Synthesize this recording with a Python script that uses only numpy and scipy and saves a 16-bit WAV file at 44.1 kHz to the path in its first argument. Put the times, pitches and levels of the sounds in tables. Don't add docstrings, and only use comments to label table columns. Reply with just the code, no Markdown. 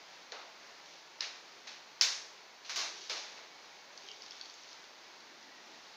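import sys
import numpy as np
from scipy import signal
from scipy.fft import rfft, irfft, next_fast_len
from scipy.io import wavfile
from scipy.ndimage import uniform_filter1d, map_coordinates

SR = 44100
rng = np.random.default_rng(int(sys.argv[2]) if len(sys.argv) > 2 else 0)


def waveform_to_disk(signal):
    frames = np.transpose(np.atleast_2d(signal))
    scaled = np.clip(frames, -1, 1) * 32767
    samples = np.round(scaled).astype(np.int16)
    wavfile.write(sys.argv[1], SR, samples)


N = 263232
T = np.arange(SR) / SR

# t/s, level/dB, treble tilt/(dB per octave)
KNIFE_HITS = [(1.2058, -38.5, -9.5), (1.2214, -36, -6.5), (1.6717, -40.7, -8), (2.0111, -16.5, 0)]
# f/Hz, level/dB
BLADE_TONES = [(3569, -57.5), (3817, -72), (4234, -54), (4511, -56), (4780, -67), (4829, -66), (5222, -66),
               (5432, -56), (5609, -67), (5803, -71), (6126, -81), (6212, -76), (6406, -70), (6487, -69)]
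# f/Hz, level/dB
SHELL_COLOUR = [(100, -45), (400, -37), (900, -16.5), (1800, -6.5), (2400, -5.5), (3200, -8), (3700, -2.5),
                (4300, -1), (5500, -1.5), (6700, -3), (9000, -5.5), (12000, -8), (15000, 0.5)]
# f/Hz, level/dB
BOARD_COLOUR = [(40, -43), (150, -29.5), (350, -6.5), (500, -4), (640, 3), (800, 2), (1000, 1), (1500, 0),
                (2200, -7.5), (4000, -11), (10000, -34)]
# t/s, level/dB
COUNTER_HITS = [(2.6477, -46.5), (2.6945, -32.5), (2.7593, -25.8), (2.789, -31), (2.812, -34.5)]
# t/s, level/dB, knock level/dB
CLAW_LANDINGS = [(0.32, -44.5, -42.5), (3.0965, -30.5, -41.5), (3.3695, -51, -52)]
# t/s, level/dB, f/Hz
SHELL_SNAPS = [(0.3202, -30.5, 3920), (1.2071, -20.5, 4100), (2.0111, -8, 5100), (3.9758, -35, 4740),
               (4.0868, -33.5, 3050), (4.1147, -36, 5140), (4.2204, -36, 4940), (4.262, -38, 4730),
               (4.3084, -34, 5050), (4.4118, -30.5, 4640), (4.4982, -41, 4520), (4.7297, -38.5, 4870),
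               (4.8403, -42.5, 3860), (5.2035, -47, 4680), (5.4274, -44, 4820)]
# f/Hz, level/dB
CRACKLE_COLOUR = [(80, -65), (400, -25), (1500, -25), (3000, 0.5), (4700, 2), (6300, -0.5), (9000, -12),
                  (14000, -11.5)]
# t/s, length/s, level/dB
SLIDES = [(0.835, 0.1, -56), (2.647, 0.1, -49), (2.725, 0.02, -45), (2.946, 0.22, -50), (3.2, 0.16, -56.5),
          (3.973, 0.76, -56)]
# f/Hz, time to fade by 60 dB/s
ECHO_TIMES = [(200, 0.83), (700, 0.58), (2000, 0.55), (5000, 0.51), (9000, 0.56), (15000, 0.25)]
# f/Hz, level/dB
AIR_COLOUR = [(25, -25), (60, -18), (115, -16.5), (160, -5.5), (200, -7.5), (270, -5.5), (380, 0.5),
              (520, 1.5), (850, 4.5), (1250, 1.5), (2100, 2), (3100, -1.5), (4400, 1), (6300, -4),
              (13500, -5.5)]
# f/Hz, width/Hz, level/dB
VENT_HUMS = [(330.4, 220, -78), (893, 180, -77.5)]
# t/s, length/s, f/Hz, width/Hz, level/dB
FAR_SOUNDS = [(2.88, 0.14, 396, 149.8, -64.5), (3.98, 0.24, 412, 69.9, -69),
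              (5.154, 0.64, 278, 170.4, -73.5), (5.417, 0.18, 1920, 150.4, -65)]
# f/Hz, level/dB
MIC_COLOUR = [(6400, 1), (7000, -6.5), (7500, -15), (8100, -24.5), (10500, -24.5), (13200, -30.5),
              (15300, -23.5), (16200, -60)]
# f/Hz, level/dB
HISS_COLOUR = [(100, -32), (9000, -25), (13600, -18), (14400, -3), (15200, -9.5)]


def knife(knock_db=-33.5, knock_growth=0.49):
    out = np.zeros(N)
    for s, db, tilt_db in KNIFE_HITS:
        add(out, s, hit(db, knock_db + knock_growth * db, tilt_db, ring_db=-13.5, crack_db=-7.5))
    return out


def hit(db, knock_db, tilt_db, ring_db, crack_db):
    crack = rng.standard_normal(SR) * struck(rise_s=0.00013, t60=0.04)
    crack = burst(coloured(crack, SHELL_COLOUR, tilt_db))
    room = burst(coloured(kitchen_echo(build_s=0.0042, grain=0.48), SHELL_COLOUR, tilt_db))
    knock = burst(coloured(kitchen_echo(build_s=0.013, grain=0.1), BOARD_COLOUR))
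    tones = sum(amp(level + rng.normal(0, 1)) * np.sin(2 * np.pi * (hz * T + rng.random()))
                for hz, level in BLADE_TONES)
    ring = burst(tones * struck(rise_s=0.0014, t60=0.34))
    return amp(db) * (amp(crack_db) * crack + room + amp(ring_db) * ring) + amp(knock_db) * knock


def clatter(knock_db=-14.5, ring_db=-17, counter_db=-20.5):
    out = np.zeros(N)
    for s, db in COUNTER_HITS:
        add(out, s, hit(db, db + knock_db, dullness(db), ring_db=db + ring_db, crack_db=-6))
        add(out, s, amp(db + counter_db) * boom(hz=1131, width_hz=169, t60=0.3))
    return out


def claw(hollow_db=-6, rock_s=0.07, loss_db=8.5, soft_tilt_db=-2):
    out = np.zeros(N)
    for s, db, knock_db in CLAW_LANDINGS:
        add(out, s, amp(knock_db + hollow_db) * boom(hz=560, width_hz=330, t60=0.35))
        tilt_db = soft_tilt_db + dullness(db)
        for k in range(3):
            lost_db = k * loss_db
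            touch = hit(db - lost_db, knock_db - lost_db, tilt_db, ring_db=-13, crack_db=-6.5)
            add(out, s + k * rock_s, touch)
    return out


def snaps(room_db=-7):
    out = np.zeros(N)
    for s, db, hz in SHELL_SNAPS:
        dry = snap(db, hz)
        echo = signal.fftconvolve(dry, kitchen_echo(build_s=0.0023, grain=0.96))
        add(out, s, dry)
        add(out, s, amp(room_db) * echo)
    return out


def snap(db, hz, ring_db=-4.5, tear_db=-12.5, rise_s=0.00035, gap_s=0.0009, scatter=0.11):
    t = T[:SR // 50]
    swell = t / rise_s * np.exp(1 - t / rise_s)
    out = np.zeros(len(t))
    for step in range(3):
        minor = abs(step - 1)
        splinter_hz = hz * np.exp(scatter * minor * rng.standard_normal())
        ping = amp(ring_db) * swell * np.sin(2 * np.pi * splinter_hz * t)
        hiss = rng.standard_normal(len(t))
        tear = coloured(swell * hiss, CRACKLE_COLOUR) / np.std(coloured(hiss, CRACKLE_COLOUR))
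        add(out, step * gap_s, amp(db - 1.8 * minor) * (ping + amp(tear_db) * tear))
    return out


def crumbs(start_s=4.3, end_s=4.75, per_s=21, db=-44, hz=4860, room_db=-6):
    spread_db, spread_octaves = 3.5, 0.27
    out = np.zeros(N)
    slots = np.arange(start_s, end_s, 1 / per_s)
    for s, (late, size, pitch) in zip(slots, rng.standard_normal((len(slots), 3))):
        crumb = snap(db + spread_db * size, hz * 2 ** (spread_octaves * pitch))
        add(out, s + 0.3 * late / per_s, crumb)
    return out + amp(room_db) * signal.fftconvolve(out, kitchen_echo())[:N]


def creak(start_s=4.04, db=-54, rise_s=0.073, start_hz=4205, end_hz=2980, sink_s=0.023, width_hz=600):
    since = np.maximum(np.arange(N) / SR - start_s, 0)
    hz = end_hz + (start_hz - end_hz) * np.exp(-since / sink_s)
    phase = 2 * np.pi * np.cumsum(hz) / SR
    rasp = wobble(width_hz) * np.cos(phase) + wobble(width_hz) * np.sin(phase)
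    return amp(db) * stroke(start_s, rise_s, rise_s, t60=0.14) * unit(rasp)


def rubbing(slips_per_s=450, spread_db=4, gain_db=-6):
    slips = (rng.random(N) < slips_per_s / SR) * rng.choice([-1, 1], N)
    sizes = amp(spread_db * rng.standard_normal(N))
    slides = [amp(db) * stroke(s, length, rise_s=0.012, t60=0.25) for s, length, db in SLIDES]
    crackle = unit(coloured(slips * sizes, CRACKLE_COLOUR))
    dry = amp(gain_db) * np.max(slides, axis=0) * crackle
    return dry + signal.fftconvolve(dry, kitchen_echo())[:N]


def kitchen_echo(build_s=0.0046, grain=0.42):
    noise = rng.standard_normal(SR)
    lump_times = T[::SR // 1000]
    lumps = np.interp(T, lump_times, rng.standard_normal(len(lump_times)))
    noise *= np.exp(grain * lumps * fade(T, 0.12))
    hz, t, bands = signal.stft(noise, SR, nperseg=256)
    bands *= fade(t, along(ECHO_TIMES, hz)[:, None])
    wash = signal.istft(bands, SR, nperseg=256)[1][:SR]
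    wash *= 1 - np.exp(-T / build_s)
    return wash / np.linalg.norm(wash)


def ventilation(db=-54, patchy_db=0.35, sway_db=0.61):
    bands = signal.stft(rng.standard_normal(N), nperseg=1024)[2]
    patches = uniform_filter1d(rng.standard_normal(bands.shape), size=5, axis=0)
    patches = uniform_filter1d(patches, size=12, axis=1)
    air = signal.istft(bands * amp(patchy_db * unit(patches)), nperseg=1024)[1][:N]
    return amp(db + sway_db * wobble(7.7)) * unit(coloured(air, AIR_COLOUR))


def hums(swell_db=3.5, changes_per_s=2.495, whine_db=-78.5, whine_sway_db=2):
    whine = amp(whine_db + whine_sway_db * wobble(0.55)) * wavering_tone(hz=2230, width_hz=22)
    return whine + sum(amp(db + swell_db * wobble(changes_per_s)) * wavering_tone(hz, width)
                       for hz, width, db in VENT_HUMS)


def far_sounds():
    return sum(amp(db) * stroke(s, length, rise_s=0.05, t60=0.25) * wavering_tone(hz, width)
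               for s, length, hz, width, db in FAR_SOUNDS)


def dullness(db, hard_db=-27.5, tilt_per_db=0.65):
    return tilt_per_db * np.clip(db - hard_db, -12, 0)


def boom(hz, width_hz, t60):
    return burst(wavering_tone(hz, width_hz)[:SR] * struck(rise_s=0.0024, t60=t60))


def wavering_tone(hz, width_hz):
    waver = wobble(width_hz) + 1j * wobble(width_hz)
    return unit(np.real(waver * np.exp(2j * np.pi * hz * np.arange(N) / SR)))


def wobble(per_s):
    values = rng.standard_normal(int(N * per_s / SR) + 4)
    return map_coordinates(values, [np.arange(N) * per_s / SR])


def struck(rise_s, t60):
    return fade(T, t60) * (1 - np.exp(-T / rise_s))


def stroke(start_s, length_s, rise_s, t60):
    t = np.arange(N) / SR - start_s
    return np.clip(t / rise_s, 0, 1) * fade(np.maximum(t - length_s, 0), t60)


def fade(t, t60):
    return np.exp(-np.log(1000) * t / t60)


def coloured(x, colour, tilt_db=0):
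    m = 2 * next_fast_len(len(x))
    hz = np.fft.rfftfreq(m, 1 / SR)
    curve_db = along(colour, hz) + tilt_db * np.log2(np.maximum(hz / 3000, 1))
    cepstrum = irfft(np.log(amp(curve_db)))
    cepstrum[1:m // 2] *= 2
    cepstrum[m // 2 + 1:] = 0
    return irfft(rfft(x, m) * np.exp(rfft(cepstrum)), m)[:len(x)]


def along(table, hz):
    row_hz, values = np.transpose(table)
    return np.interp(np.log(hz + 1), np.log(row_hz + 1), values)


def amp(db):
    return 10 ** (np.asarray(db) / 20)


def unit(x):
    return x / np.sqrt(np.mean(x ** 2) + 1e-20)


def burst(x):
    return x / np.linalg.norm(x) * np.sqrt(SR / 100)


def add(track, s, x):
    start = round(s * SR)
    track[start:start + len(x)] += x[:len(track) - start]


def scene():
    cook = knife() + clatter() + claw() + snaps() + crumbs() + creak() + rubbing()
    return (cook + ventilation() + hums() + far_sounds())[None]


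def record(dry, hiss_db=-81, top_hz=15600):
    hiss = amp(hiss_db) * unit(coloured(rng.standard_normal(N), HISS_COLOUR))
    heard = coloured(dry[0], MIC_COLOUR) + hiss
    m = next_fast_len(N + SR // 2)
    passes = np.fft.rfftfreq(m, 1 / SR) < top_hz
    return irfft(rfft(heard, m) * passes, m)[None, :N]


dry = scene()
out = record(dry)
waveform_to_disk(out)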